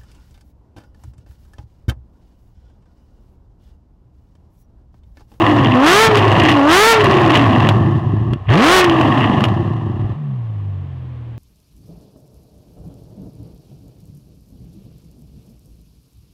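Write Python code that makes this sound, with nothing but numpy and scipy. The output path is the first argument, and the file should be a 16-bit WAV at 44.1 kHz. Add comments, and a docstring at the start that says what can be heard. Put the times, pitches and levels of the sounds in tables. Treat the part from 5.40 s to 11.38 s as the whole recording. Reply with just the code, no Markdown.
"""A V12 sports car, blipped three times

Heard just behind the tailpipes, the engine revs, coasts and at last creeps off at low speed. Under
throttle it fires evenly and overloads the microphone; off it the firings turn ragged, the exhaust booms
and burbles, and unburnt fuel cracks in the pipes. Walls and paving reflect the sound; a town hums afar."""
import sys
import numpy as np
from scipy import signal
from scipy.io import wavfile
from scipy.ndimage import uniform_filter1d

SR = 44100
rng = np.random.default_rng(int(sys.argv[2]) if len(sys.argv) > 2 else 0)


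def unload_audio(sound):
    """Save the sound as a 16-bit wav file, at the path given as the first command line argument."""
    columns = np.transpose(np.atleast_2d(sound))
    # keep every value between -1 and 1, then stretch to whole-number steps
    steps = np.round(np.clip(columns, -1, 1) * 32767)
    wavfile.write(sys.argv[1], SR, steps.astype(np.int16))


N = 263718
TIME = np.arange(N) / SR

# Throttle blips: down_s, climb_start_s, wide_open_s, up_s, top_firing_hz, blast_db, blast_rise_s,
# coast_to_halt_s, evenness (0-1)
BLIPS = [(0.316, 0.35, 0.42, 0.655, 451, 21.5, 0.062, 2.58, 0.94),
         (1.13, 1.205, 1.27, 1.521, 459, 27, 0.072, 2.42, .975),
         (3.07, 3.06, 3.08, 3.395, 375.5, 26, 0.3, 2.64, .91)]
# Spells of burbling off the throttle: start_s, end_s, rasp_and_crackle_db, boom_db, tone_db
OVERRUNS = [(-0.05, 0.315, -3, -2.5, -1.5), (0.673, 1.127, -1, -0.5, 0), (1.55, 2.928, 0, 0.5, 1),
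            (3.42, 4.716, -4.5, -4.5, -4)]
# Overrun levels against engine speed: firing_hz, rasp_db, boom_db, tone_db, crackle_db
OVERRUN_LEVELS = [(96, -36, -8.5, -20, -70), (124, -33, -9.5, -22, -64), (171.7, -25, -7, -26, -61),
                  (218, -16, -4.5, -12.5, -28.5), (303, -11.5, -5, -6.5, -24.5), (440, -11, -4.5, -10, -20)]
# Creeping off under light load: time_s, firing_hz, relative_tone_db, relative_bank_beat_db
CREEP = [(4.78, 156, -24.5, -38.5), (4.93, 131.2, -20, -30), (5.01, 117.3, -22.5, -45),
         (5.184, 101.8, -22, -37), (5.314, 97.5, -21.5, -33.5), (5.558, 86, -31.5, -28.5),
         (5.98, 76, -44, -29.5)]
# Low resonances of the silencer: frequency_hz, gain_db
SILENCER_RESPONSE = [(25, -31), (60, -32), (85, -14.5), (108, 3), (135, -1), (175, -13.5), (220, -6),
                     (270, -14.5), (340, -4), (400, -14.5), (480, -32), (900, -59)]
# Tailpipe resonances under ragged firing: frequency_hz, gain_db
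RAGGED_PIPE_RESPONSE = [(150, -20), (340, -2.5), (500, -3.5), (720, 3), (920, -2), (1100, 4), (1500, -22),
                        (1750, -8.5), (2000, -14.5), (2220, -30), (2800, -16.5), (3400, -25.5),
                        (4200, -33.5), (16000, -57)]
# Tailpipe resonances under even firing: frequency_hz, gain_db
EVEN_PIPE_RESPONSE = [(120, -25), (300, 19), (600, -1), (850, -4), (1150, 2), (1400, -0.5), (1800, -1),
                      (2300, -5.5), (2900, -7), (4200, -6.5), (16000, -55.5)]
# Flurries of fine crackle: centre_s, level_db
FLURRIES = [(0.08, -33), (0.288, -24.5), (1.07, -14.5), (1.62, -23.5), (1.96, -19), (2.24, -29),
            (3.17, -16.5), (3.82, -30)]
# Bright ring of the crackle: frequency_hz, gain_db
CRACKLE_SPECTRUM = [(600, -16.5), (1400, -6), (1900, 12.5), (2250, 0.5), (2800, 11), (3400, 0.0),
                    (4200, -18.5), (8000, -44.5), (16000, -44.5)]
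# Noise of the distant town: frequency_hz, relative_density_db
TOWN_SPECTRUM = [(25, -3.5), (100, 9), (300, 2.5), (1100, -17.5), (2000, -22.5), (3200, -26), (5000, -40),
                 (10000, -48), (16000, -50.5)]
# Single loud cracks: start_s, level_db, decay_s
CRACKS = [(0.756, 6.5, 0.0013), (0.7703, 3.5, 0.014), (0.926, -3, .001), (0.999, 1, 0.001),
          (1.0356, 5, 0.002), (1.092, -3, 0.026), (1.6433, 8.5, 0.0019), (1.712, -3, 0.0023),
          (1.906, 3.5, 0.0022), (1.943, 0, 0.0025), (1.971, 1, 0.0058), (2.289, 4, 0.005),
          (2.9347, -12.5, 0.003), (3.4433, 8.5, 0.0049), (3.4967, 0, 0.0023), (3.612, -4, 0.0043),
          (4.007, -8, 0.0026), (4.04, 0, 0.0042), (4.052, -7.5, 0.0042), (4.086, -16, 0.0042)]
# Timbre of a crack: frequency_hz, gain_db
CRACK_SPECTRUM = [(40, -17), (120, 2.5), (500, 3.5), (1100, 6.5), (2200, -1), (2900, 8), (4000, -9),
                  (8000, -19.5), (16000, -28.5)]
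# Response of the electronics after the microphone: frequency_hz, gain_db
ELECTRONICS_RESPONSE = [(10, -18.5), (40, -2), (500, -3), (3000, 1.5), (8000, -2.5), (16000, -4.5)]


def gain_of(db):
    """Amplitude grows tenfold for every 20 dB."""
    return 10 ** (np.asarray(db) / 20)


def unit_rms(x):
    """Normalisation to a mean power of 1."""
    return x / np.sqrt(np.mean(x ** 2) + 1e-20)


def steadied(x, span_s):
    """Division by the running rms flattens the envelope."""
    size = max(int(span_s * SR / 2), 1)
    power = uniform_filter1d(uniform_filter1d(x ** 2, size), size)
    return x / np.sqrt(abs(power) + 1e-12)


def coloured(x, spectrum, size=8192):
    """Minimum-phase filter: the phase follows from the log gain by the Hilbert transform."""
    hz, db = np.transpose(spectrum)
    bin_hz = abs(np.fft.fftfreq(size, 1 / SR))
    log_gain = np.log(gain_of(np.interp(np.log(bin_hz + 1), np.log(hz), db)))
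    response = np.fft.ifft(np.exp(np.conj(signal.hilbert(log_gain)))).real
    return signal.oaconvolve(x, response[:size // 2])[:N]


def lowpass(x, hz):
    """Filtering forwards and backwards cancels the phase delay."""
    return signal.sosfiltfilt(signal.butter(2, hz, fs=SR, output="sos"), x, padtype=None)


def wander(hz):
    """Low-passed noise gives a random fluctuation of rms 1."""
    return unit_rms(lowpass(rng.standard_normal(N + SR), hz)[SR // 2:][:N])


def dropouts(depth_db, rate_hz=14):
    """Random amplitude modulation: the level dips unevenly."""
    return gain_of(-depth_db * abs(wander(rate_hz)))


def gate(start, end, attack_s, release_s):
    """Trapezoidal envelope, rising from the start and falling after the end."""
    return np.clip(np.minimum((TIME - start) / attack_s, 1 - (TIME - end) / release_s), 0, 1)


def bell(x, centre, width):
    """Gaussian curve of height 1."""
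    return np.exp(-((x - centre) / width) ** 2)


def firing_rate(start_hz=331.36, idle_hz=96.1, climb_s=0.3):
    """Each blip raises the firing rate along an S-curve; friction drags it back towards idle."""
    def coast(since, top_hz, halt_s):
        return np.maximum(top_hz * np.clip(1 - (TIME - since) / halt_s, 0, 1) ** 2, idle_hz)
    hz = coast(0, start_hz, halt_s=2.6)
    for _, start, _, _, top_hz, _, _, halt_s, _ in BLIPS:
        from_hz = np.interp(start, TIME, hz)
        to_hz = coast(start + climb_s, top_hz, halt_s)
        share = np.sin(np.pi / 2 * np.clip((TIME - start) / climb_s, 0, 1)) ** 2
        hz = np.where(TIME < start, hz, from_hz + share * (to_hz - from_hz))
    return hz


def throttle(even_shut=.12, even_part=.8, attack_s=0.041, tone_hold_s=0.085):
    """An open throttle makes the firing more periodic and the blast louder; the tone outlasts it."""
    pedal = sustain = extra_even = blast_db = 0
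    for down, _, wide, up, _, db, rise_s, _, even_wide in BLIPS:
        opening = gate(wide, up, rise_s, release_s=0.037)
        pedal += gate(down, up, attack_s, release_s=0.16)
        sustain += gate(down, up + tone_hold_s, attack_s, release_s=0.056)
        extra_even += (even_wide - even_part) * np.sqrt(opening)
        blast_db += db * opening
    even = even_shut + (even_part - even_shut) * pedal ** 2 + extra_even
    return pedal, sustain, np.clip(even, 0, 1), blast_db


def overrun(hz):
    """Off the throttle, the amplitudes of rasp, boom, tone and crackle follow the engine speed."""
    rates, *columns = np.transpose(OVERRUN_LEVELS)
    by_speed = gain_of([np.interp(hz, rates, db) for db in columns])
    spells = 0
    for start, end, rasp_db, boom_db, tone_db in OVERRUNS:
        gains = gain_of([[rasp_db], [boom_db], [tone_db], [rasp_db]])
        spells += gains * gate(start, end, attack_s=0.07, release_s=0.053)
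    return by_speed * spells


def firing_tone(firings, level, beat_level, even, misfire):
    """Periodic firing gives a harmonic tone; misfires modulate its amplitude and phase."""
    shake_db = (.8 + 2.2 * misfire) * wander(45)
    phase = 2 * np.pi * (firings + .14 * misfire * wander(35))
    wave = np.sin(phase) + .33 * even ** 3 * (np.cos(2 * phase) + np.cos(3 * phase))
    bank_beat = np.sin(3 * np.pi * firings)  # between the two cylinder banks
    return np.sqrt(2) * (level * gain_of(shake_db) * wave + beat_level * bank_beat)


def silencer_boom(firings):
    """Forced resonance: firings of unequal strength drive the silencer's low modes."""
    strength = rng.standard_normal(N)[firings.astype(int)]
    puffs = strength * np.exp(-(firings % 1) / 0.14)
    return steadied(coloured(puffs, SILENCER_RESPONSE), span_s=0.062)


def tailpipe_rasp(firings, even, surge, blast_db):
    """Source and filter: sharp firing pulses and jets of gas excite the tailpipe resonances."""
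    phase = 2 * np.pi * (firings + .008 * wander(120))
    pulses = sum(np.cos(k * phase) / np.sqrt(k) for k in np.arange(2, 20))
    lope = 1 + .35 * np.cos(phase / 2) + .3 * np.cos(phase / 6)  # banks and cylinders are unequal
    ring = coloured(pulses * lope, EVEN_PIPE_RESPONSE)
    dull = lowpass(ring, 1500)
    steepness = np.clip(blast_db / 10, .2, 1)  # a hard blast steepens the wave fronts
    regular = steadied(dull + steepness * (ring - dull), span_s=0.04)
    strength = gain_of(1.9 * rng.standard_normal(N))[firings.astype(int)]
    puffs = 2.1 + np.exp(-(firings % 1) / 0.62)
    gulps = gain_of(2.0 * surge * (0.5 - even))  # gas leaves with each surge of the boom
    jets = rng.standard_normal(N) * strength * puffs * gulps
    ragged = steadied(coloured(jets, RAGGED_PIPE_RESPONSE), span_s=0.081)
    return gain_of(2.5) * (even ** 2 * regular + np.sqrt(1 - even ** 4) * ragged)


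def fuel_crackle(per_second=240, spread_db=4.2, decay_s=.0018):
    """Shot noise: small, unequal pops of unburnt fuel come at random and ring brightly."""
    onsets = rng.random(N) < per_second / SR
    pops = onsets * gain_of(spread_db * np.minimum(rng.exponential(1, N), 3))
    envelope = signal.lfilter([1], [1, -np.exp(-1 / (decay_s * SR))], pops)
    sizzle = (envelope + 0.16) * rng.standard_normal(N)
    return steadied(coloured(sizzle, CRACKLE_SPECTRUM), span_s=0.16)


def distant_town():
    """Stationary noise, strongest at low frequencies."""
    return unit_rms(coloured(rng.standard_normal(N), TOWN_SPECTRUM))


def wall_echoes(x, t60_s=0.15, delay_s=.012, per_second=2000):
    """Diffuse reflection from walls and paving returns dull echoes that decay exponentially."""
    t = TIME[:SR // 2]
    taps = rng.standard_normal(len(t)) * (rng.random(len(t)) < per_second / SR)
    taps *= (t > delay_s) * gain_of(-60 * t / t60_s)
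    return signal.oaconvolve(x, lowpass(taps / np.linalg.norm(taps), 3300))[:N]


def fuel_cracks(overpressure_s=0.00047):
    """Fuel explodes in the pipes: a blast wave, compression then rarefaction, and a burst of hot gas."""
    pressure, hiss = np.zeros(N), rng.standard_normal(N)
    for start_s, db, decay_s in CRACKS:
        start = round(start_s * SR)
        t = TIME[:min(SR // 10, N - start)]
        span = slice(start, start + len(t))
        shock = 1.24 * (1 - t / overpressure_s) * np.exp(-t / overpressure_s)
        gas = 0.55 * hiss[span] * np.exp(-t / decay_s)
        pressure[span] += gain_of(db) * (shock + gas)
    return coloured(pressure, CRACK_SPECTRUM)


def scene(silencer_hz=113, thud_s=0.682):
    """Superposition: exhaust layers driven by engine speed and throttle add to echoes and town noise."""
    times, *columns = np.transpose(CREEP)
    creep_hz, creep_tone_db, beat_db = (np.interp(TIME, times, column) for column in columns)
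    creep = gate(times[0] - 0.06, TIME[-1], attack_s=0.06, release_s=0.06)
    parked = 1 - creep
    hz = parked * firing_rate() + creep * creep_hz
    firings = np.cumsum(hz * (1 + .003 * wander(28))) / SR  # phase in cycles
    pedal, sustain, even, blast_db = throttle()
    off_rasp, off_boom, off_tone, off_crackle = overrun(hz)

    surge = silencer_boom(firings) * parked
    thud = gain_of(1) * bell(TIME, thud_s, 0.012)  # as the first blip is cut
    burble = surge * (off_boom * dropouts(depth_db=4) + gain_of(-20) * pedal + thud)

    on_rasp = pedal ** 2 * gain_of(-12 + 2 * np.log2(hz / 301) + blast_db)  # grows with the revs
    quiet_rasp = parked * gain_of(-43) + creep * gain_of(-47 - 8.5 * (TIME - times[0]))
    rasp = np.hypot(on_rasp + off_rasp, quiet_rasp) * tailpipe_rasp(firings, even, surge, blast_db)
    flurries = sum(gain_of(db) * bell(TIME, centre_s, 0.054) for centre_s, db in FLURRIES)
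    crackle = (off_crackle + flurries + pedal * gain_of(-31.5)) * fuel_crackle()
    bark = rasp + crackle + fuel_cracks()

    resonance_db = 5 * bell(hz, silencer_hz, 12)  # the tone swells as it passes this mode
    on_tone = sustain * gain_of(-6 + 0.83 * blast_db + resonance_db)  # grows less than the rasp
    quiet_tone = parked * gain_of(-27) + creep * gain_of(creep_tone_db + 2)
    tone_level = np.hypot(on_tone + off_tone * dropouts(depth_db=5.5), quiet_tone)
    beat_level = creep * gain_of(beat_db + 2)
    drone = firing_tone(firings, tone_level, beat_level, even, misfire=(1 - sustain) * parked)

    town = gain_of(-38) * distant_town()
    return (drone + burble + bark + gain_of(-13.5) * wall_echoes(bark) + town)[None]


def record(dry, ceiling=.85, knee=26.0, limit_db=-7.5, averaging_s=0.018, cutoff_hz=15900):
    """Saturation in the microphone flattens the peaks; a limiter and the electronics' filters follow."""
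    clipped = dry[0] / (1 + abs(dry[0] / ceiling) ** knee) ** (1 / knee)
    pole = np.exp(-1 / (averaging_s * SR))
    relative_power = signal.lfilter([1 - pole], [1, -pole], clipped ** 2) / gain_of(limit_db) ** 2
    limited = clipped / (1 + relative_power ** 3) ** (1 / 6)
    band_limit = signal.firwin(511, cutoff_hz, window=("kaiser", 9), fs=SR)
    return signal.oaconvolve(coloured(limited, ELECTRONICS_RESPONSE), band_limit, "same")[None]


dry = scene()
out = record(dry)
unload_audio(out)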